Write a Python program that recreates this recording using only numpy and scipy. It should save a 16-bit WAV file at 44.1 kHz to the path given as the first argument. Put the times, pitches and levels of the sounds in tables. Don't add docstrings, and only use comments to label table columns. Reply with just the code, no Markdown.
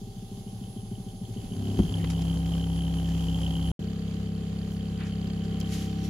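import sys
import numpy as np
from scipy import signal
from scipy.fft import rfft, irfft, next_fast_len
from scipy.io import wavfile

SR = 44100
rng = np.random.default_rng(int(sys.argv[2]) if len(sys.argv) > 2 else 0)


def makeup_ratio(level_db):
    decades = np.asarray(level_db, float) / 20
    return 10 ** decades


def materialize(psi):
    bounded = np.clip(np.atleast_2d(psi).T, -1, 1)
    quanta = np.round(bounded * 32767).astype(np.int16)
    wavfile.write(sys.argv[1], SR, quanta)


N = 268833

# time in seconds, speed in turns per second.
SPEED_TURNS_PER_S = [(0, 33.602), (.6, 33.542), (1.2, 33.499), (1.8, 33.396), (2.4, 33.498), (3, 33.457),
                     (3.72, 33.465), (3.79, 33.634), (4.4, 33.546), (5, 33.507), (5.6, 33.584),
                     (6.1, 33.583)]
SILENCE_S = (3.7165, 3.792, 6.096)
# time in seconds, state (0 loose, 1 rocking, 2 pressed, 3 closed cabinet).
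HOLD = [
    (0, 0),
    (1.47, 0),
    (1.6, 1),
    (1.88, 1),
    (1.98, 2),
    (3.75, 2),
    (3.76, 3),
    (6.1, 3),
]
# order, level in dB loose, rocking, pressed, closed.
ORDER_DB = [(1, -46, -48, -67, -60.5), (2, -59, -44, -33.5, -41), (3, -54, -31, -39.5, -38.),
            (4, -72, -48, -55, -56), (5, -52, -40, -30, -35.5), (6, -58, -39, -50, -37),
            (7, -83.5, -41, -74, -46.5), (8, -82, -41, -43, -52.5), (9, -84, -53, -61.5, -64),
            (10, -98, -60, -55.5, -63.5), (11, -58.5, -48, -58.5, -60.5), (12, -57, -48.5, -86, -71.5),
            (13, -60, -58, -61.5, -52), (14, -91, -80, -68, -61), (15, -80, -78, -61.5, -75),
            (16, -85, -70, -66, -76), (17, -85, -77, -71.5, -71), (19, -69, -69, -71, -67.5),
            (21, -124, -62.5, -77.5, -71), (22, -130, -115, -100, -68), (23, -57.5, -56.5, -56, -61),
            (24, -63.5, -64, -60, -86), (25, -69.5, -76, -86, -118.5), (28, -103, -80.5, -69.5, -100)]
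THRUST_TURNS = [
    (.69, -.163, -.17),
    (.576, .399, .27),
    (.384, -.19, .13),
    (.188, -.471, .14),
]
# frequency in Hz, signed share, t60 in seconds, lag in seconds.
PLATE_MODES = [(186.6, .87, .125, -.0014), (221., -1.04, .058, -.0014), (397., -.16, .137, 0),
               (128.3, .63, .09, .0112), (109.9, -.55, .2, .0236)]
# frequency in Hz, signed share, t60 in seconds, lag in seconds.
CABINET_MODES = [(248., 1.24, .011, .0024), (351., -.19, .137, .0006), (329., .13, .16, .0076),
                 (201., -1.08, .075, .010), (55.8, .25, .2, .0126), (97.6, .3, .1, .0206),
                 (600., .05, .04, .002)]
# place open in turns, place closed in turns, ring in dB, puff in dB,
# scatter in turns.
VALVES = [(.975, .15, 0, -20, .02), (.38, .66, -4, -8, .02), (.47, .81, -12, -4, .015),
          (.54, .28, -9, -14, .04)]
# frequency in Hz, density in dB per Hz.
AIR_OPEN_DB = [(30, -11.5), (70, -6), (170, -2.5), (270, -13.5), (400, -16), (580, -23), (800, -25),
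               (1400, -34.5), (2300, -38.5), (3100, -29), (3900, -36), (4700, -35.5), (10300, -32.5),
               (15800, -36.5)]
# frequency in Hz, density in dB per Hz.
AIR_SHUT_DB = [(30, -13), (77, -8), (190, -9), (320, -15), (435, -14), (560, -24.5), (880, -34),
               (1060, -29.5), (2400, -35.5), (3100, -29.5), (4500, -36), (5500, -37.5), (7300, -34.5),
               (15800, -40)]
# frequency in Hz, likeness.
LIKENESS = [(30, 0.9), (150, .98), (300, 0.64), (600, 0.48), (1200, 0.033), (3000, 0.033), (8000, 0.036),
            (15000, .02)]
# frequency in Hz, left minus right in dB.
LEAN_DB = [(60, 0), (300, 0), (1000, 1.5), (4000, -8.5), (8000, 6), (13000, -0.5)]
# time in seconds, peak in
# dB, frequency in Hz, t60 in seconds.
TOUCHES = [
    (1.838, -17.5, 168, 0.053),
    (1.875, -24, 60., 0.076),
    (1.893, -29, 430, 0.03),
    (2.04, -30, 450, 0.021),
    (3.659, -27, 61, 0.19),
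]
# frequency in Hz, gain in dB.
MIC_DB = [(20, 0.5), (5000, 1.5), (5400, 0), (6400, 0.5), (7400, 0.5), (7900, -9.5), (8800, -10.5),
          (10200, -3), (12000, -4), (12600, -8), (13600, -7.5), (14600, -6.5), (15750, -9), (15850, -61)]
SIDE_ORDERS = [0, -10, 10, -20, 20, -15, 5.6, 15, 30, -29]
# level in dB, in the same sequence.
WHINE_DB = [0, -10., -7., -17., -15., -19., -17., -20., -21., -21.]
# time in seconds, gain in dB.
NEAR_DB = [(0, -10.5), (.6, -9), (1.2, -10), (1.6, -4), (1.9, 0.5), (2.2, -0.3), (2.8, -0.4), (3.72, 0.8),
           (3.79, 0.4), (4.5, -1), (5.0, 0), (5.4, 1.3), (5.8, 3.5), (6.1, 4.5)]
# time in seconds, gain in dB.
FACING_DB = [(0, -13), (.5, -0.5), (.8, 3.5), (1.0, -0.5), (1.35, 0), (1.55, 6), (1.9, -1), (2.6, 4),
             (3.3, -.5), (3.72, 4.5), (3.79, -11), (4.7, -4), (5.4, -1.5), (5.62, 0.5), (5.68, -11),
             (6.1, -29)]
# order, delay of the change in seconds, of its end in seconds.
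SETTLE_S = [(2, .13, 0.061), (3, 0.04, 0.39)]
# delay in seconds, delay drift in seconds per second,
# peak at first in dB, growth in dB per second.
BOUNCE_TOUCHES = [
    (.0003, 0.0061, -31, 3.5),
    (0.0571, 0.019, -32, 0),
    (0.0971, -0.0077, -46, 12),
]
RUSTLE_KINDS = {"brush": (1730, 12500, 0.44), "rub": (1300, 8800, 0.64), "tap": (1200, 10300, 0.062),
                "thud": (850, 3500, 0.37), "tick": (4700, 15000, 0.11), "swish": (5000, 17000, .3),
                "squeak": (1850, 2300, 0.25), "snap": (2800, 7200, 0.24), "hiss": (5300, 6100, 1)}
RUSTLES = {"brush": [(1.34, .055, -57), (1.72, .03, -61), (1.789, .03, -45), (5.735, .11, -41.5),
           (5.82, .2, -48), (6.05, .062, -47.5)], "rub": [(2.221, .011, -45), (3.1, .1, -53),
           (5.07, .074, -52)], "tap": [(2.101, .033, -38.5), (2.459, .015, -47), (5.439, .06, -52)],
           "thud": [(2.044, .011, -38), (5.01, .04, -45), (5.04, .14, -52)], "tick": [(1.17, .02, -62),
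           (5.602, .0073, -36)], "swish": [(3.421, .025, -62), (4.72, .12, -54)],
           "snap": [(5.612, .0075, -40)], "hiss": [(6.07, .08, -54)], "squeak": [(2.0, .068, -55)]}
# frequency in Hz, width in Hz, dB over the treble air.
WHISTLES = [(1213, 20, -28), (2170, 21, -24.5), (2716, 20, -25.5), (4170, 14, -19.5), (4550, 25, -21.5),
            (4680, 41, -17), (4960, 23, -25), (5400, 16, -29), (6410, 45, -13)]

# dB open, dB closed, share of nearness, share of facing.
AIR_BASS, AIR_MIDDLE = (-53, -54.5, 0.89, 0.15), (-52, -54.5, 1.06, 0.11)
AIR_TREBLE, SHELL_HUM = (-53.5, -57.5, .55, -0.04), (-0.19, -0.51, 0.36, 0.043)
REED_RING, DRIVE_WHINE = (-49.5, -56.5, 2.1, 0.4), (-66, -74.5, -0.06, 0.4)

RESTART_S = 3.79
CARRIER_HZ = 10080.
REED_HZ, REED_WIDTH_HZ, REED_SPREAD_HZ = 3120, 410, 55
MUFFLER_HZ, MUFFLER_WIDTH_HZ, MUFFLER_OPEN_DB, MUFFLER_SHUT_DB = 4600., 800, -69, -63
REFLECTION_HZ, REFLECTION_WIDTH_HZ, REFLECTION_DB = 2800, 270, -10
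PORT_LAG_S = .00017
KNOCK_S, KNOCK_DB = 1.789, -9.8
KNOCK_DIP_S, KNOCK_DIP_WIDTH_S, KNOCK_DIP_DB, THIRD_DIP_DB = 1.875, 0.028, -4.5, -9
LOOSE_DB_PER_S = 30
CORNER_S, CORNER_DB_PER_S, FAN_DB_PER_S = 4.86, 15.5, 6
BOUNCE_START_S, BOUNCE_EVERY_S, BOUNCE_END_S = .0135, .14893, 1.58

OPPOSITE = np.array([[1], [-1]])


def rms_one(x):
    return x / np.sqrt(np.mean(x ** 2) + 1e-20)


def in_time(rows):
    s, *columns = np.transpose(rows)
    return [np.interp(np.arange(N) / SR, s, c) for c in columns]


def at_hz(points, hz):
    table_hz, value = np.array(points).T
    return np.interp(np.log(hz), np.log(table_hz), value)


def drift(rate_hz):
    r = np.exp(-80 * np.pi * rate_hz / SR)
    noise = rng.standard_normal(N // 40 + 2002)
    slow = signal.lfilter([1], [1, -2 * r, r * r], noise)[2000:]
    return np.interp(np.arange(N) / 40, np.arange(len(slow)), rms_one(slow))


def band(x, low_hz, high_hz):
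    edges_hz = [low_hz, min(high_hz, .45 * SR)]
    return signal.sosfilt(signal.butter(3, edges_hz, "band", fs=SR, output="sos"), x)


def clicks_at(seconds, sizes):
    out = np.zeros(N)
    i = np.clip((np.asarray(seconds) * SR).astype(int), 0, N - 1)
    np.add.at(out, i, sizes)
    return out


def ring(clicks, hz, t60_s):
    r = makeup_ratio(-60 / (t60_s * SR))
    w = 2 * np.pi * hz / SR
    return signal.lfilter([0, np.sin(w)], [1, -2 * r * np.cos(w), r * r], clicks + 1e-18)


def swell(clicks, hz, width_hz):
    for _ in range(4):
        clicks = ring(clicks, hz, 2.2 / width_hz)
    return rms_one(clicks)


def struck(s, peak_db, modes, scatter_db):
    luck_db = rng.normal(0, scatter_db, (len(s), len(modes)))
    out = np.zeros(N)
    for k, (hz, share, t60_s, lag_s) in enumerate(modes):
        blows = clicks_at(s + lag_s, share * makeup_ratio(peak_db + luck_db[:, k]))
        out -= ring(blows, hz, t60_s)
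    return out


def stereo(x, lean_db, lag_s):
    late = np.interp(np.arange(N) - lag_s * SR, np.arange(N), x)
    return np.array([x * makeup_ratio(lean_db / 2), late * makeup_ratio(-lean_db / 2)])


def level(layer):
    open_db, shut_db, near_share, facing_share = layer
    base_db = np.where(in_time(HOLD)[0] > 2.5, shut_db, open_db)
    return base_db + facing_share * in_time(FACING_DB)[0] + near_share * in_time(NEAR_DB)[0]


def shaft_turns():
    turns = np.cumsum(in_time(SPEED_TURNS_PER_S)[0]) / SR
    restart = int(RESTART_S * SR)
    turns[restart:] -= turns[restart]
    return turns, restart


def air(puffs, restart):
    zone_db = [level(AIR_BASS), level(AIR_MIDDLE), level(AIR_TREBLE)]
    together = drift(5)
    edges_hz = 28 * 2 ** np.arange(0, 9.3, 1 / 4)
    white = rng.standard_normal((2, 2, N))
    shut = np.arange(N) > restart
    out = np.zeros((2, N))
    for k, (low_hz, high_hz) in enumerate(zip(edges_hz, edges_hz[1:])):
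        mid, side = band(white[k % 2], low_hz, high_hz)
        hz = np.sqrt(low_hz * high_hz)
        alike = np.clip(at_hz(LIKENESS, hz), -1, 1)
        lean = makeup_ratio(at_hz(LEAN_DB, hz) / 2 * OPPOSITE)
        level_db = np.where(shut, at_hz(AIR_SHUT_DB, hz), at_hz(AIR_OPEN_DB, hz))
        level_db = level_db + 35 + zone_db[int(hz > 600) + int(hz > 2800)]
        flicker_db = .7 * together + .7 * drift(14)
        gain = makeup_ratio(level_db + flicker_db) * (1 + 1.28 * puffs * (400 < hz < 8000))
        out += gain * lean * (np.sqrt(1 + alike) * mid + np.sqrt(1 - alike) * side * OPPOSITE)
    return out


def rustles():
    out, t = np.zeros((2, N)), np.arange(N) / SR
    grain = rng.standard_normal((3, N)) * makeup_ratio(drift(170))
    for kind, (low_hz, high_hz, rise_share) in RUSTLE_KINDS.items():
        for s, fall_s, db in RUSTLES[kind]:
            rise_s = rise_share * fall_s
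            i = slice(int((s - 4 * rise_s) * SR), int((s + 2 * fall_s) * SR))
            rising = np.exp((t[i] - s) / rise_s * 1.5)
            falling = np.exp((s - t[i]) / fall_s * 2.3)
            shape = np.where(t[i] < s, rising, falling)
            burst = band(grain[:2, i] + 0.93 * grain[2, i], low_hz, high_hz)
            out[:, i] += makeup_ratio(db) * shape * rms_one(burst)
    return out


def whine(restart):
    t = np.arange(N) / SR
    turns = np.cumsum(in_time(SPEED_TURNS_PER_S)[0]) / SR
    flutter_db = 1.9 + 1.4 * np.clip(in_time(HOLD)[0] - 1, 0, 1)
    side_gain = np.where(np.arange(N) > restart, makeup_ratio(2.0), 1)
    lines = np.zeros(N)
    for order, db in zip(SIDE_ORDERS, WHINE_DB):
        tone = np.sin(2 * np.pi * (CARRIER_HZ * t + order * turns + rng.random()))
        lines += makeup_ratio(db + flutter_db * drift(7.5)) * (side_gain if order else 1) * tone
    return np.sqrt(2) * makeup_ratio(level(DRIVE_WHINE) + 5.5) * lines


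def whistles():
    noise, hold = rng.standard_normal(N), in_time(HOLD)[0]
    free = np.clip(2 - hold, 0, 1)
    sung = np.zeros(N)
    for hz, width_hz, db in WHISTLES:
        t60_s = 2.0 / width_hz
        sung += makeup_ratio(db) * rms_one(ring(ring(noise, hz, t60_s), hz, t60_s))
    return makeup_ratio(level(AIR_TREBLE)) * (0.47 + 0.51 * free) * (hold < 2.5) * sung


def valves(turns, restart):
    snaps, puffs = np.zeros(N), np.zeros(N)
    starts = np.flatnonzero(np.diff(np.floor(turns)) > 0)
    luck = rng.standard_normal((len(starts), len(VALVES), 3))
    for k, (place_open, place_shut, ring_db, puff_db, scatter) in enumerate(VALVES):
        place = np.where(starts < restart, place_open, place_shut) + scatter * luck[:, k, 0]
        s = starts / SR + place / 33.5
        snaps += clicks_at(s, makeup_ratio(ring_db + 4.34 * luck[:, k, 1]) * np.sign(luck[:, k, 2]))
        puffs += clicks_at(s, makeup_ratio(puff_db + 2.5 * luck[:, k, 2]))
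    fade = np.exp(-1 / (.002 * SR))
    return snaps, signal.lfilter([1], [1, -fade], puffs)


def valve_rings(snaps, puffs, turns, restart, loose):
    reed_db = level(REED_RING) + 7.0 * loose * np.cos(2 * np.pi * (turns / 5 - .32))
    dealt = rng.integers(0, 3, N)
    rings = np.zeros(N)
    for k in range(3):
        rings += swell(snaps * (dealt == k), REED_HZ + REED_SPREAD_HZ * (k - 1), REED_WIDTH_HZ)
    rings *= makeup_ratio(reed_db - 5.5)
    seat_tap = rms_one(band(np.diff(puffs, prepend=0), 450.0, 2230.0))
    rings += makeup_ratio(level(AIR_MIDDLE) - 14) * (1 - loose) * seat_tap
    muffler_db = np.where(np.arange(N) < restart, MUFFLER_OPEN_DB, MUFFLER_SHUT_DB) - 8 * loose
    rings += makeup_ratio(muffler_db) * swell(puffs * rng.standard_normal(N), MUFFLER_HZ, MUFFLER_WIDTH_HZ)
    reflection = makeup_ratio(reed_db + REFLECTION_DB) * swell(snaps, REFLECTION_HZ, REFLECTION_WIDTH_HZ)
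    return stereo(rings, -0.71, -0.000049) + reflection * OPPOSITE


def knock():
    out = struck(np.array([KNOCK_S]), KNOCK_DB, CABINET_MODES, scatter_db=0)
    for s, db, hz, t60_s in TOUCHES:
        push = clicks_at([s], makeup_ratio(db) * 19 / (t60_s * SR))
        out += ring(ring(push, hz, t60_s), hz, t60_s)
    return out


def bounce():
    start_s = np.arange(BOUNCE_START_S, BOUNCE_END_S, BOUNCE_EVERY_S)[:, None]
    delay_s, slip, peak_db, growth_db = np.transpose(BOUNCE_TOUCHES)
    s = (start_s + delay_s + slip * start_s).ravel()
    db = (peak_db + growth_db * start_s).ravel()
    loose = s < BOUNCE_END_S
    return band(struck(s[loose], db[loose], PLATE_MODES, scatter_db=1.5), 29.0, 1000.0)


def hum(turns):
    t, out = np.arange(0, N, 64) / SR, np.zeros(N)
    hold_s, hold = np.transpose(HOLD)
    settle_s = {round(order): np.array([0, 0, 0, *s, 0, 0, 0]) for order, *s in SETTLE_S}
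    place, smear, phase = np.transpose(THRUST_TURNS)
    past_corner_s = np.maximum(t - CORNER_S, 0)
    dip = np.exp(-((t - KNOCK_DIP_S) / KNOCK_DIP_WIDTH_S) ** 2)
    common_db = level(SHELL_HUM)[::64] + KNOCK_DIP_DB * dip
    extra_db = {3: LOOSE_DB_PER_S * np.minimum(t - hold_s[1], 0) + THIRD_DIP_DB * dip,
                9: CORNER_DB_PER_S * past_corner_s, 23: FAN_DB_PER_S * past_corner_s}
    for order, *level_db in ORDER_DB:
        order = round(order)
        state = np.interp(t, hold_s + settle_s.get(order, 0), hold)
        angle = 2 * np.pi * (phase - place * order - smear * order ** 2)
        each_state = np.sqrt(2) * makeup_ratio(level_db) * np.exp(1j * angle)
        gain_db = common_db + extra_db.get(order, 0) + 0.26 * drift(2.3)[::64]
        swing = np.interp(state, range(4), each_state) * makeup_ratio(gain_db)
        swing = np.interp(np.arange(N) / 64, np.arange(len(swing)), swing)
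        out += np.real(swing * np.exp(2j * np.pi * order * turns))
    return out


def scene():
    turns, restart = shaft_turns()
    snaps, puffs = valves(turns, restart)
    loose = np.clip(1 - in_time(HOLD)[0], 0, 1)
    out = air(puffs * (1 - .6 * loose), restart) + rustles()
    out += stereo(whine(restart), -8.5, .00002) + stereo(whistles(), -1.5, 0)
    out += valve_rings(snaps, puffs, turns, restart, loose)
    return out + stereo(hum(turns) + bounce() + knock(), 0.83, PORT_LAG_S)


def low_pass(x):
    return signal.sosfilt(signal.butter(12, 16160, fs=SR, output="sos"), x)


def record(dry):
    size = next_fast_len(N)
    hz = np.arange(size // 2 + 1) * SR / size + 1
    heard = irfft(rfft(dry, size) * makeup_ratio(at_hz(MIC_DB, hz)), size)[:, :N]
    t = np.arange(N) / SR
    stop_s, start_s, end_s = SILENCE_S
    before = np.clip((stop_s - t) / .0005, 0, 1)
    after = np.clip((t - start_s) / .001, 0, 1) * (t < end_s)
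    return low_pass(heard * (before + after))


dry = scene()
out = record(dry)
materialize(out)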